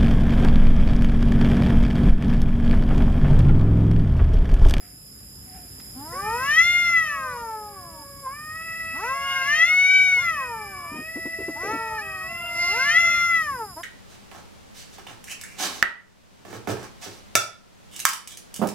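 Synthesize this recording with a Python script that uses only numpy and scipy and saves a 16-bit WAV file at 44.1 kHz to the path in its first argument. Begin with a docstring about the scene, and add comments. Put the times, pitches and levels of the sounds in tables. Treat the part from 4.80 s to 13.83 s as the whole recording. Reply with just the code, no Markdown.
"""Two cats yowl at each other at night in long, overlapping calls: one arches in pitch, one holds.
Their vocal folds give harmonics, lifted by throat and mouth resonances that rise with the pitch.
Behind them: insects over far traffic rumble, four double croaks from a frog's throat sac,
two faint mews and three ticks. A two-port microphone hears it all with the echoes of a yard."""
import sys
import numpy as np
from scipy import signal
from scipy.fft import rfft, irfft
from scipy.io import wavfile
from scipy.ndimage import uniform_filter1d

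SR = 44100
rng = np.random.default_rng(int(sys.argv[2]) if len(sys.argv) > 2 else 0)


def unload_audio(sound):
    """Save the sound as a 16-bit wav file, at the path given as the first command line argument."""
    columns = np.transpose(np.atleast_2d(sound))
    # keep every value between -1 and 1, then stretch to whole-number steps
    steps = np.round(np.clip(columns, -1, 1) * 32767)
    wavfile.write(sys.argv[1], SR, steps.astype(np.int16))


N = 398223


def gain_of(db):
    """dB to amplitude factor."""
    return 10 ** (np.asarray(db) / 20)


def unit_rms(x):
    """Scale to rms 1."""
    return x / np.sqrt(np.mean(x ** 2) + 1e-20)


def at_hz(points, hz):
    """Interpolate (f/Hz, value) rows on a log-frequency axis."""
    f, value = np.transpose(points)
    return np.interp(np.log(hz + 1), np.log(f + 1), value)


def add(mix, start_s, sound):
    """Mix a sound in at start_s."""
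    part = mix[round(start_s * SR):][:len(sound)]
    part += sound[:len(part)]


def resonance(hz, centre_hz, width_hz):
    """Peak of gain 1, falling to 1/2 at width_hz off centre."""
    return 1 / (1 + ((hz - centre_hz) / width_hz) ** 2)


def bandpass(x, band_hz, order=2):
    """Butterworth band-pass."""
    return signal.sosfilt(signal.butter(order, band_hz, "bandpass", fs=SR, output="sos"), x)


def wander(count, smooth_s):
    """Smooth random drift, rms 1."""
    span = max(int(smooth_s * SR), 2)
    return unit_rms(uniform_filter1d(uniform_filter1d(rng.standard_normal(count), span), span))


def glide(t, knots_s, value):
    """Cubic curve through the points, flat at each turn."""
    step = np.diff(value) / np.diff(knots_s)
    product = step[1:] * step[:-1]
    inner = np.where(product > 0, 2 * product / (step[1:] + step[:-1] + 1e-9), 0)
    slope = np.concatenate([step[:1], inner, step[-1:]])
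    k = np.clip(np.searchsorted(knots_s, t) - 1, 0, len(step) - 1)
    span = knots_s[k + 1] - knots_s[k]
    u = (t - knots_s[k]) / span
    bend = (slope[k] - step[k]) * (1 - u) - (slope[k + 1] - step[k]) * u
    return value[k] + span * u * (step[k] + (1 - u) * bend)


def patchy_noise(gain, correlation, patchy_db):
    """Stereo noise, rms 1, shaped by gain (channel, bin, 1), with drifting patches of level."""
    a, b, c, d, patches = rng.standard_normal((N // 256 + 5, 513, 5)).T
    patches = unit_rms(uniform_filter1d(uniform_filter1d(patches, size=8, axis=0), size=14, axis=1))
    left = a + 1j * b
    right = correlation * left + np.sqrt(1 - correlation ** 2) * (c + 1j * d)
    spectra = np.array([left, right]) * gain * gain_of(patchy_db * patches)
    return unit_rms(signal.istft(spectra, nperseg=1024, noverlap=768)[1][:, :N])


def traffic_and_insects():
    """Far traffic rumble, its bass alike at both ports, and insect bands, independent at each."""
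    # f/Hz, relative level/dB
    rumble_spectrum = [(30, -12.5), (52, -0.5), (80, -7), (125, -7), (250, -13.5), (420, -22), (800, -28.5),
                       (1700, -29), (4200, -35), (5500, -58)]
    # f/Hz, left-right correlation
    rumble_correlation = [(60, 0.96), (240, 0.94), (950, -0.078), (3770, -0.18), (15000, 0.24)]
    # f/Hz, width/Hz, relative level/dB, left minus right/dB
    choruses = [(5029, 300, 2, -7.5), (5288, 19, 8.5, -8), (7216, 875, -5, -4), (10050, 1040, -2, 0.5),
                (12050, 2770, -6, -2)]
    # t/s, relative insect level/dB, relative rumble level/dB
    swell = [(0, -50, -57), (.9, -46.5, -52), (1.6, -42, -49), (2.3, -48.5, -54.5), (4.6, -47, -55.5),
             (7.4, -49.5, -54.5), (7.9, -44.5, -53), (9.03, -48.5, -53.5)]
    knots_s, insects_db, rumble_db = np.transpose(swell)
    t = np.arange(N) / SR
    hz = np.fft.rfftfreq(1024, 1 / SR)[:, None]
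    side = np.array([[[.5]], [[-.5]]])
    rumble_gain = gain_of(at_hz(rumble_spectrum, hz) + 1.5 * side)
    rumble = patchy_noise(rumble_gain, at_hz(rumble_correlation, hz), patchy_db=1.43)
    bands = sum(gain_of(db + pan_db * side) * resonance(hz, centre_hz, width_hz) ** 3.14
                for centre_hz, width_hz, db, pan_db in choruses)
    insects = patchy_noise(bands, correlation=0, patchy_db=.84)
    return (gain_of(6.5 + np.interp(t, knots_s, rumble_db)) * rumble
            + gain_of(3 + np.interp(t, knots_s, insects_db)) * insects)


def yard_echoes(x, t60_s):
    """Sparse reflections of random sign off walls and houses, different at each port."""
    delays = np.arange(300, SR // 2, 20) + rng.integers(0, 20, (2, (SR // 2 - 281) // 20))
    strengths = rng.choice([-1., 1.], delays.shape) * gain_of(-60 * delays / SR / t60_s)
    taps = np.zeros((2, SR // 2 + 40))
    np.put_along_axis(taps, delays, strengths, 1)
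    return signal.fftconvolve(x[None], taps / np.linalg.norm(taps[0]), axes=1)[:, :N]


def mic_ports(x, pan_db, right_lag_s):
    """Sound reaches the right port later; the microphone body shades it more towards the treble."""
    hz = np.fft.rfftfreq(N, 1 / SR)
    left = gain_of(pan_db / 2 * np.minimum(hz / 2200, 1)) * np.exp(1j * np.pi * hz * right_lag_s)
    return irfft(rfft(x) * np.array([left, 1 / left]), N)


def far_mews(sag_hz_per_s=180, ends_db=-15):
    """Soft, slightly rough tones that sag, with husky breath above."""
    # peak t/s, rise/s, fall/s, f/Hz, tone/dB, breath/dB
    mews = [(.03, .03, 0.13, 720, -60, -56), (.76, 0.095, 0.12, 730, -49, -58)]
    mix = np.zeros(N)
    for peak_s, rise_s, fall_s, hz, tone_db, breath_db in mews:
        t = np.arange(-rise_s, fall_s, 1 / SR)
        pitch_hz = (hz - sag_hz_per_s * t) * (1 + .03 * wander(len(t), .004))
        tone = np.sqrt(2) * np.sin(2 * np.pi * np.cumsum(pitch_hz) / SR)
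        breath = unit_rms(bandpass(rng.standard_normal(len(t)), [1400, 2500]))
        voice = gain_of(tone_db) * tone + gain_of(breath_db) * breath
        envelope = gain_of(ends_db * np.maximum(-t / rise_s, t / fall_s))
        add(mix, max(peak_s - rise_s, 0), voice * envelope)
    return mix


def ticks(decay_s=.007):
    """Soft snaps nearby: short bursts of band-passed noise."""
    # t/s, level before filtering/dB, f/Hz
    snaps = [(.405, -44, 800), (.999, -37, 2600), (8.405, -42, 900)]
    t = np.arange(0, .03, 1 / SR)
    mix = np.zeros(N)
    for start_s, db, hz in snaps:
        burst = rng.standard_normal(len(t)) * np.exp(-t / decay_s)
        add(mix, start_s, gain_of(db) * bandpass(burst, [hz / 2, hz * 1.7]))
    return mix


def frog(attack_s=.00184, tail_s=.046):
    """The throat sac rings in short, dull, throbbing bursts."""
    # t/s, level/dB, f/Hz, length/s, throb depth/0-1
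    croaks = [(6.117, -34.5, 317, 0.11, 0.9), (6.186, -32.5, 260, 0.027, 0.55),
              (6.359, -30.5, 341, 0.035, 0.34), (6.456, -30, 286, 0.024, 0.05),
              (6.588, -32, 372, 0.044, 0.7), (6.683, -28, 310.4, 0.026, 0), (6.834, -29, 431, 0.11, 0.96),
              (6.933, -30, 323, 0.039, 0)]
    t = np.arange(0, .12, 1 / SR)
    mix = np.zeros(N)
    for at_s, db, hz, length_s, depth in croaks:
        envelope = np.clip(t / attack_s, 0, 1) * (np.exp(-(t / length_s) ** 4) + .2 * np.exp(-t / tail_s))
        throb_hz = rng.uniform(75.14, 80.75)
        throb = 1 - depth * (.5 + .5 * np.cos(2 * np.pi * throb_hz * t))
        pitch_hz = hz * (1 + .118 * wander(len(t), .0055))
        tone = np.sin(2 * np.pi * np.cumsum(pitch_hz) / SR)
        rasp = unit_rms(bandpass(rng.standard_normal(len(t)), [150, 650]))
        add(mix, at_s - .003, gain_of(db) * envelope * throb * (tone + .29 * rasp))
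    return mix


def yowl(mix, columns, treble, *, throat, mouth, upper_db, upper_ratio, bright_share, treble_growth,
         jitter, shimmer_db, rasp, rasp_flare, breath_db):
    """Add one call: vocal-fold harmonics, lifted by throat and mouth, plus hissing air."""
    knots_s, pitch_hz, *levels_db = columns
    hop, fade_s = 32, .014
    t = np.arange(knots_s[0], knots_s[-1], 1 / SR)
    slow_t = t[::hop]
    hz = glide(slow_t, knots_s, pitch_hz)
    chest_db, throat_db, mouth_db, bright_db = (
        uniform_filter1d(np.interp(slow_t, knots_s, db), size=14) for db in levels_db)
    # throat, mouth: (base/Hz, rise per Hz of pitch, width/Hz)
    (throat_hz, throat_width_hz), (mouth_hz, mouth_width_hz) = (
        (base + rise * hz, width) for base, rise, width in (throat, mouth))
    harmonics_hz = np.arange(1, 19)[:, None] * hz
    throat_gain = gain_of(throat_db) * resonance(harmonics_hz, throat_hz, throat_width_hz)
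    mouth_gain = gain_of(mouth_db) * resonance(harmonics_hz, mouth_hz, mouth_width_hz) ** 1.13
    loudness = np.sqrt((mouth_gain ** 2).sum(0))
    treble_gain = gain_of(bright_share * bright_db) * loudness * (10 * loudness) ** treble_growth
    upper = resonance(harmonics_hz, upper_ratio * mouth_hz, width_hz=494) ** 2  # next mouth resonance
    gains = throat_gain + mouth_gain + treble_gain * gain_of(at_hz(treble, harmonics_hz))
    gains += loudness * gain_of(upper_db + bright_db) * upper
    gains[0] = gain_of(chest_db)  # the fundamental sounds through the chest
    cycles = np.cumsum(np.interp(t, slow_t, hz) * (1 + jitter * wander(len(t), .0097))) / SR
    voice = 0
    for k, gain in enumerate(gains, 1):
        shimmer = gain_of(shimmer_db * np.interp(t, slow_t, wander(len(slow_t), .02 / hop)))
        voice += np.interp(t, slow_t, gain) * shimmer * np.sin(2 * np.pi * (k * cycles + rng.random()))
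    # uneven cycle strength: a haze around each harmonic
    rasp_depth = rasp * np.interp(t, slow_t, gain_of(rasp_flare * bright_db))
    voice *= 1 + rasp_depth * wander(len(t), .00074)
    hiss = unit_rms(bandpass(rng.standard_normal(len(t)), [3700, 5300], order=3))
    breath = gain_of(breath_db) * np.interp(t, slow_t, uniform_filter1d(treble_gain, size=200)) * hiss
    fade = np.clip(np.minimum(t - knots_s[0], knots_s[-1] - t) / fade_s, 0, 1)
    add(mix, knots_s[0], (np.sqrt(2) * voice + breath) * fade)


def holding_cat():
    """Raspy, breathy yowls on a nearly level pitch; brighter when louder."""
    # per call: t/s, f/Hz, chest/dB, throat/dB, mouth/dB, brightness/dB
    calls = [
        [(1.32, 470, -37, -36, -57, 16), (1.4, 585, -51, -19, -55, -1), (1.46, 599, -57, -25.5, -38.5, 1.5),
         (1.67, 663, -53.0, -24, -38.5, 3.0), (1.78, 677.5, -53.5, -57, -43, -15),
         (2.31, 650.4, -55, -25.5, -37, 1), (2.48, 608.4, -47, -20, -47, -2), (2.58, 530, -52, -28, -70, 16)],
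        [(2.57, 611, -54, -22, -59, 0), (2.76, 582, -55, -58, -70, 4), (2.97, 564.6, -55.0, -36.5, -57.5, -9),
         (3.42, 556, -53, -37, -61.5, -4), (3.47, 522, -46, -17.5, -67, 6),
         (3.55, 582.0, -64.0, -29, -47.5, 5.5), (3.68, 622, -61, -25, -40, -10),
         (3.88, 652, -54, -29, -35.5, -4.5), (4.16, 653, -53.5, -25.5, -34.5, -2.5),
         (4.31, 660.5, -51.0, -28, -35.5, 1), (4.4, 698, -45.5, -34, -39, 2), (4.52, 715, -44, -16.5, -32.5, 9),
         (4.71, 688, -43.0, -34, -30.5, -4.0), (4.8, 681, -43.5, -33, -31, -12),
         (4.96, 615, -54, -27, -45.0, 10)],
        [(5.36, 449, -37, -34, -51, 7), (5.44, 578, -61, -33, -47, 3), (5.55, 638, -54, -33, -38, 1),
         (5.62, 635.3, -51.0, -29, -38.0, 5.5), (5.79, 589, -61.0, -30, -46.5, 6),
         (6.05, 577.0, -58, -28, -58, 18), (6.18, 618.0, -56, -26, -44.5, 9),
         (6.36, 656, -47.5, -56, -34.5, -13), (6.77, 660.4, -47.0, -71, -34, -17.5),
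         (6.99, 640, -48.0, -35, -36, -4.5), (7.17, 619, -52, -34, -36.0, -4.0),
         (7.2, 571, -64, -51, -29.5, -14), (7.23, 640, -48.5, -32, -44, 10),
         (7.4, 628, -52.5, -28, -36.5, -2.5), (7.52, 674.0, -45.5, -35, -34.5, -4),
         (7.67, 689.4, -44.0, -25, -39.5, 10), (7.77, 689, -43.0, -30, -27.5, -16),
         (7.83, 699, -43, -22, -23, -16), (7.95, 686, -40.5, -23, -26, -4.5),
         (8.03, 704.0, -42.0, -18, -22.5, -25), (8.07, 688, -41.5, -24, -26.5, -18),
         (8.15, 697, -41, -21, -27, -10.0), (8.28, 667.4, -42, -27, -34, 1), (8.43, 562, -63.0, -33, -58.5, 15)],
    ]
    # overtones above the mouth resonance: f/Hz, relative level/dB
    treble = [(2250, -21), (2650, -11), (3300, -33), (4200, -12), (4900, -8.5), (6100, -11), (9100, -58)]
    mix = np.zeros(N)
    for rows in calls:
        yowl(mix, np.transpose(rows), treble, throat=(130, 1.45, 100), mouth=(200, 2.62, 200),
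             upper_db=-3.5, upper_ratio=1.294, bright_share=.13, treble_growth=1,
             jitter=.0063, shimmer_db=2, rasp=.075, rasp_flare=.2, breath_db=-13)
    return mix


def arching_cat(flare_db_per_octave_per_s=3, max_flare_db=9, bounce_s=.00454, bounce_db=-7.5):
    """Cleaner yowls that flare as the pitch climbs and mellow as it sinks, with a ground bounce."""
    # per call: t/s, f/Hz, throat/dB, mouth/dB
    calls = [
        [(1.15, 246.0, -51.5, -67), (1.37, 374.5, -35.5, -45), (1.55, 472, -22.0, -43),
         (1.74, 615.3, -34.5, -17.5), (1.85, 696, -33.0, -14), (1.96, 706.2, -28.5, -18.5),
         (2.08, 693.2, -28.5, -18), (2.21, 650.7, -36.5, -21.5), (2.38, 548.0, -34.5, -36),
         (2.61, 468, -30.5, -40), (2.8, 427, -34.0, -59), (2.91, 411.5, -37.0, -73), (3.03, 355, -42.5, -78),
         (3.24, 292.5, -49.5, -85)],
        [(4.13, 227.5, -55, -77), (4.16, 282.4, -48.5, -50), (4.25, 465.7, -27.5, -35), (4.32, 538, -28.5, -39),
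         (4.4, 554, -32.0, -33.5), (4.62, 536.4, -35.0, -26), (4.71, 586.3, -36.5, -20), (4.8, 643, -42, -15),
         (4.92, 726.2, -31.0, -21), (5.03, 739.7, -32.0, -19), (5.15, 759.8, -35.5, -14.0),
         (5.33, 739, -31.5, -21), (5.49, 666.7, -31.5, -23), (5.65, 504.4, -30.5, -44.5),
         (5.9, 393, -37.5, -54), (6.18, 306.0, -47.5, -69)],
        [(6.75, 271, -50, -62), (6.85, 390.0, -29.5, -36.5), (6.95, 450, -32, -32), (7.15, 438.0, -30.5, -50),
         (7.26, 396.7, -36.5, -54), (7.56, 354.5, -44, -61), (7.7, 320.6, -44.5, -56), (7.88, 362.0, -36, -57),
         (7.98, 495, -28, -31), (8.1, 596, -43, -19.5), (8.2, 681.4, -32.5, -16), (8.44, 691.7, -25.5, -20),
         (8.6, 647, -33, -23), (8.67, 595, -31.5, -31.5), (8.82, 444.6, -29, -46.5), (8.95, 333, -53, -55.0)],
        [(8.96, 299, -38, -58), (9.02, 362, -32, -51)],
    ]
    # overtones above the mouth resonance: f/Hz, relative level/dB
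    treble = [(2350, -74), (3050, -55), (3700, -39), (4300, -30), (4900, -43), (5650, -24.5), (6200, -25),
              (7000, -35.5), (8500, -55), (9500, -63)]
    # chest tone by pitch: f/Hz, level re throat/dB
    chest = [(240, 15), (310, -9), (400, -17), (550, -11.5), (690, -30), (750, -12)]
    mix = np.zeros(N)
    for rows in calls:
        knots_s, hz, throat_db, mouth_db = np.transpose(rows)
        octaves_per_s = np.gradient(np.log2(hz), knots_s)
        bright_db = np.clip(flare_db_per_octave_per_s * octaves_per_s, -max_flare_db, max_flare_db)
        columns = knots_s, hz, throat_db + at_hz(chest, hz), throat_db, mouth_db, bright_db
        yowl(mix, columns, treble, throat=(456, 1.304, 152), mouth=(407, 2.481, 216),
             upper_db=-19, upper_ratio=1.525, bright_share=.45, treble_growth=-.3,
             jitter=.0018, shimmer_db=1.5, rasp=.02, rasp_flare=1.2, breath_db=-43)
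    add(mix, bounce_s, gain_of(bounce_db) * mix)
    return mix


def scene():
    """Cats, frog and small sounds in the yard, over traffic and insects."""
    arching = arching_cat()
    holding = holding_cat()
    small = frog() + ticks() + far_mews()
    direct = mic_ports(arching, pan_db=3.6, right_lag_s=6e-5)
    direct += mic_ports(holding, pan_db=1, right_lag_s=7e-5)
    direct += small * gain_of([[.8], [-.8]])
    echoes = gain_of(-17) * yard_echoes(arching + holding + small, t60_s=.35)
    return direct + echoes + traffic_and_insects()


def record(dry):
    """Microphone bass roll-off, then the band limit."""
    low_hz, high_hz = 45, 15200
    thin = signal.sosfilt(signal.butter(6, low_hz, "highpass", fs=SR, output="sos"), dry)
    lowpass = signal.firwin(511, high_hz, window=("kaiser", 9), fs=SR)
    return signal.oaconvolve(thin, lowpass[None], "same")


dry = scene()
out = record(dry)
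unload_audio(out)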